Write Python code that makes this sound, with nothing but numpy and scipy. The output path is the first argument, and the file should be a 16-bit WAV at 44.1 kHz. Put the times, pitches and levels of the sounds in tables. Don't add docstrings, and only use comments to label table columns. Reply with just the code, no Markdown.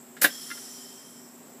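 import sys
import numpy as np
from scipy import signal
from scipy.fft import rfft, irfft
from scipy.io import wavfile
from scipy.ndimage import uniform_filter1d

SR = 44100
rng = np.random.default_rng(int(sys.argv[2]) if len(sys.argv) > 2 else 0)


def transcribe(u):
    v = np.clip(np.atleast_2d(u).T, -1, 1)
    q = np.round(v * 32767).astype(np.int16)
    wavfile.write(sys.argv[1], SR, q)


N = 70560


def undb(db):
    return 10 ** (np.asarray(db) / 20)


def unit(x):
    return x / np.sqrt(np.mean(x ** 2))


def noise():
    return rng.standard_normal(N)


def walk(rate_hz):
    hold = int(SR / rate_hz)
    steps = noise()[np.arange(N) // hold]
    return unit(uniform_filter1d(uniform_filter1d(steps, hold), hold))


def fade(t, start, time_constant):
    return (t >= start) * np.exp(-np.maximum(t - start, 0) / time_constant)


def colour(x, points):
    hz, db = np.array(points, float).T
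    f = np.maximum(np.fft.rfftfreq(2 * N, 1 / SR), 1)
    gain = undb(np.interp(np.log(f), np.log(hz), db))
    cepstrum = irfft(np.log(gain))
    cepstrum[1:N] *= 2
    cepstrum[N + 1:] = 0
    response = np.exp(rfft(cepstrum))
    power_gain = np.mean(abs(response) ** 2)
    return irfft(rfft(x, 2 * N) * response / np.sqrt(power_gain))[:N]


def resonate(x, hz, width):
    b, a = signal.iirpeak(min(hz, SR / 2 - 1), hz / width, fs=SR)
    return signal.lfilter(b, a, x)


def resonant_noise(hz, width):
    return resonate(resonate(noise(), hz, width), hz, width)


def band(hz, width):
    return unit(resonant_noise(hz, width))


def contact(t, start, scrape_s):
    scrape_gain = 0.16
    force = scrape_gain * noise() * fade(t, start, scrape_s) / np.sqrt(scrape_s * SR / 2)
    force[int(start * SR)] += 1
    return force


def ring(t, force, modes):
    response = 0
    for hz, db, t60 in modes:
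        decay = np.exp(-np.log(1000) * t / t60)
        response = response + undb(db) * np.cos(2 * np.pi * hz * t) * decay
    return signal.fftconvolve(force, response)[:N]


# start in seconds, relative level in dB,
# extra drive of the body ring in dB, decay time of the scrape in seconds.
SNAP_CONTACTS = [(.2125, -20, -13, .002), (0.221, -10.5, 0, 0.0036), (0.2231, -17, 2, 0.0072),
                 (0.2435, -1.5, -0.5, 0.0023), (0.2462, -4.5, 2.5, 0.0026), (0.2475, -4, 5, 0.0063),
                 (0.2511, -4, -3, 0.0083), (.257, -7.5, -10.5, .004)]
# frequency in Hz, relative level in dB,
# t60 in seconds, relative level in dB when lightly nudged.
BODY_MODES = [(186, -46, 0.093, -34), (303, -6.5, .08, -10), (576, -3.5, 0.052, -35),
              (697, -12.5, 0.11, -33), (1111, -10, 0.091, -22), (1414, -10, 0.084, 4), (1566, 4, .06, -14),
              (1657, 1.5, 0.063, -2.5), (1709, 3, 0.041, -2.5), (1840, -21, .05, -22),
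              (1912, -10.5, 0.083, -16), (2060, -12, 0.099, 1.5), (2210, -29, 0.067, -23),
              (2730, -10.5, 0.094, -12), (3300, -51, 0.034, -9), (3543, -6.5, 0.086, -10)]
# frequency in Hz, relative level in dB.
CRACK_COLOUR = [(40, -40), (100, -21.5), (180, -1.5), (600, -2.5), (1000, -8), (1700, 9.5), (2500, -0.5),
                (3700, 0.5), (6000, -16.5), (15000, -6)]
RING_DB, CRACK_DB = -21.5, -21
CRACK_DECAY_S = .009


def latch(t):
    force, crack_envelope = 0, 0
    for start, db, body_db, scrape_s in SNAP_CONTACTS:
        force = force + undb(db + body_db) * contact(t, start, scrape_s)
        crack_envelope = crack_envelope + undb(db) * fade(t, start, CRACK_DECAY_S)
    struck_modes = [(hz, db, t60) for hz, db, t60, _ in BODY_MODES]
    body = undb(RING_DB) * ring(t, force, struck_modes)
    crack = undb(CRACK_DB) * colour(crack_envelope * noise(), CRACK_COLOUR)
    return body + crack


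# frequency in Hz, relative level in dB.
SPIT_COLOUR = [(40, -32), (100, -35), (250, -14), (900, -8), (1600, -4), (3500, -8), (5000, -3),
               (8500, -2.5), (11500, 3.5), (15000, -0.6)]
OPEN_S, SEAL_S = .2138, 0.2468
SPIT_ATTACK_S, SPIT_RELEASE_S, SPIT_DB = 0.0033, .013, -19.5


def spit(t):
    opening = np.clip((t - OPEN_S) / SPIT_ATTACK_S, 0, 1)
    closing = np.exp(-np.maximum(t - SEAL_S, 0) / SPIT_RELEASE_S)
    flutter_db = 1.0 * walk(244.5)
    return colour(noise(), SPIT_COLOUR) * opening * closing * undb(SPIT_DB + flutter_db)


# frequency in Hz, width of one resonance pass in Hz, relative level in dB.
GAP_RESONANCES = [(1874, 150, -8), (3142, 170, -1), (4985, 37, 3), (5334, 264, 3.5), (5814, 520, 0.5),
                  (7180, 150, 4.5), (7850, 1240, -2), (9800, 360, -4), (10720, 1600, -6.5),
                  (12840, 190, -11), (13600, 1600, -20)]
# frequency in Hz, relative level in dB.
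RUSH_COLOUR = [(100, -20), (300, -26), (1300, 0), (2500, -5.5), (4000, 1.5), (6300, 2), (8800, -9.5),
               (11000, 0), (15000, -2)]
# time of greatest strength in seconds, time from there to 1/e in seconds,
# frequency in Hz, level in dB against the hiss.
PASSING_WHISTLES = [(0.358, 0.17, 3286, -10.5), (.42, 0.2, 5350, -5.5), (.52, 0.15, 9600, -10),
                    (0.852, 0.082, 7140, -8), (1.04, 0.15, 3170, -9.5)]
WHISTLE_WIDTH_HZ = 65
LEAK_DB, LEAK_FLUTTER_DB = -43, -0.15
LEAK_START_S, LEAK_RISE_S, LEAK_HOLD_S = 0.21, 0.018, 0.51
LEAK_FADE_DB_PER_S = 12
LEAK_CLOSE_S, LEAK_END_S = 0.86, 1.61
RUSH_DB, RUSH_FADE_DB_PER_S = -2, 5.5


def leak(t):
    opening = np.clip((t - LEAK_START_S) / LEAK_RISE_S, 0, 1)
    closing = np.clip((LEAK_END_S - t) / (LEAK_END_S - LEAK_CLOSE_S), 0, 1)
    fall_db = LEAK_FADE_DB_PER_S * np.maximum(t - LEAK_HOLD_S, 0)
    flow = opening * closing * undb(LEAK_DB - fall_db + LEAK_FLUTTER_DB * walk(59.6))
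    hiss = unit(sum(undb(db + 2.0 * walk(20.13)) * resonant_noise(hz, width)
                    for hz, width, db in GAP_RESONANCES))
    rush_db = RUSH_DB - RUSH_FADE_DB_PER_S * (t - LEAK_START_S)
    rush = colour(noise(), RUSH_COLOUR) * undb(rush_db)
    whistles = 0
    for peak_s, half_s, hz, db in PASSING_WHISTLES:
        swell = np.exp(-((t - peak_s) / half_s) ** 2)
        whistles = whistles + band(hz, WHISTLE_WIDTH_HZ) * undb(db) * swell
    return flow * (hiss + rush + whistles)


# start in seconds, relative level in dB,
# decay time of scrape and tick in seconds.
SHIFT_CONTACTS = [(0.1674, -11.5, 0.027), (.503, -3.5, 0.0056), (0.5131, -0.5, 0.002),
                  (0.516, -3.5, 0.0019), (0.569, -18, 0.0066), (0.577, -12, 0.0063)]
# frequency in Hz, relative level in dB.
TICK_COLOUR = [(100, -38), (800, -20), (1700, 20), (2600, 7.5), (3600, 8.5), (4800, 4), (15000, -4)]
SHIFT_RING_DB, SHIFT_TICK_DB = -40, -36


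def shifts(t):
    force, tick_envelope = 0, 0
    for start, db, decay_s in SHIFT_CONTACTS:
        force = force + undb(db) * contact(t, start, decay_s)
        tick_envelope = tick_envelope + undb(db) * fade(t, start, decay_s)
    nudged_modes = [(hz, nudged_db, t60) for hz, _, t60, nudged_db in BODY_MODES]
    body = undb(SHIFT_RING_DB) * ring(t, force, nudged_modes)
    tick = undb(SHIFT_TICK_DB) * colour(tick_envelope * noise(), TICK_COLOUR)
    return body + tick


# frequency in Hz, relative level in dB.
RUSTLE_COLOUR = [(100, -43), (400, 5.5), (700, 4), (1200, -3.5), (2200, -29), (6000, -9), (15000, -35)]
RUSTLE_PEAK_S, RUSTLE_HALF_S, RUSTLE_DB = 1.52, 0.15, -59


def rustle(t):
    swell = np.exp(-((t - RUSTLE_PEAK_S) / RUSTLE_HALF_S) ** 2)
    return colour(noise(), RUSTLE_COLOUR) * swell * undb(RUSTLE_DB + 2.5 * walk(44))


# frequency in Hz, relative level in dB.
AIR_COLOUR = [(25, -25), (60, -10.5), (100, -12.5), (170, 1), (215, -1), (260, 0.5), (320, -4.5), (380, 3),
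              (470, -7.5), (600, -5), (1000, -9), (2200, -16.5), (4500, -23), (10000, -23.5), (15000, -21)]
# frequency in Hz, level in dB.
MOTOR_LINES = [(240.7, -55), (268, -61.5)]
# frequency in Hz, width of one resonance pass in Hz, level in dB.
INSECT_BANDS = [(7660, 1080, -56.5), (13330, 3800, -61.5), (5160, 730, -72)]
AIR_DB, AIR_RISE_DB_PER_S = -52.5, 0.44


def yard(t):
    air_db = AIR_DB + AIR_RISE_DB_PER_S * t + 0.3 * walk(6.65)
    air = colour(noise(), AIR_COLOUR) * undb(air_db)
    hum = 0
    for hz, db in MOTOR_LINES:
        level = undb(db + 1.46 * walk(11.74))
        wavering_hz = hz * (1 + 0.0047 * walk(15))
        phase = 2 * np.pi * np.cumsum(wavering_hz) / SR
        hum = hum + level * np.sqrt(2) * np.sin(phase)
    insects = sum(band(hz, width) * undb(db + 1.05 * walk(69.6)) for hz, width, db in INSECT_BANDS)
    return air + hum + insects


WALL_DELAY_S, WALL_DB = .0024, -6.5
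TAIL_START_S, TAIL_T60_S, TAIL_DB = .008, 0.14, -14


def reflect(jet):
    return undb(WALL_DB) * np.roll(jet, int(WALL_DELAY_S * SR))


def scatter(t, source):
    echoes = noise() * fade(t, TAIL_START_S, TAIL_T60_S / np.log(1000))
    echoes = echoes / np.sqrt(np.sum(echoes ** 2))
    return undb(TAIL_DB) * signal.fftconvolve(source, echoes)[:N]


def scene():
    t = np.arange(N) / SR
    jet = spit(t)
    tool = latch(t) + shifts(t) + jet + reflect(jet)
    mix = tool + scatter(t, tool) + leak(t) + rustle(t) + yard(t)
    return mix[None]


LOW_CUT_HZ, TOP_HZ = 121, 15250


def record(dry):
    high_pass = signal.butter(2, LOW_CUT_HZ, "high", fs=SR, output="sos")
    low_pass = signal.ellip(12, .2, 80, TOP_HZ, fs=SR, output="sos")
    return signal.sosfilt(low_pass, signal.sosfilt(high_pass, dry))


dry = scene()
out = record(dry)
transcribe(out)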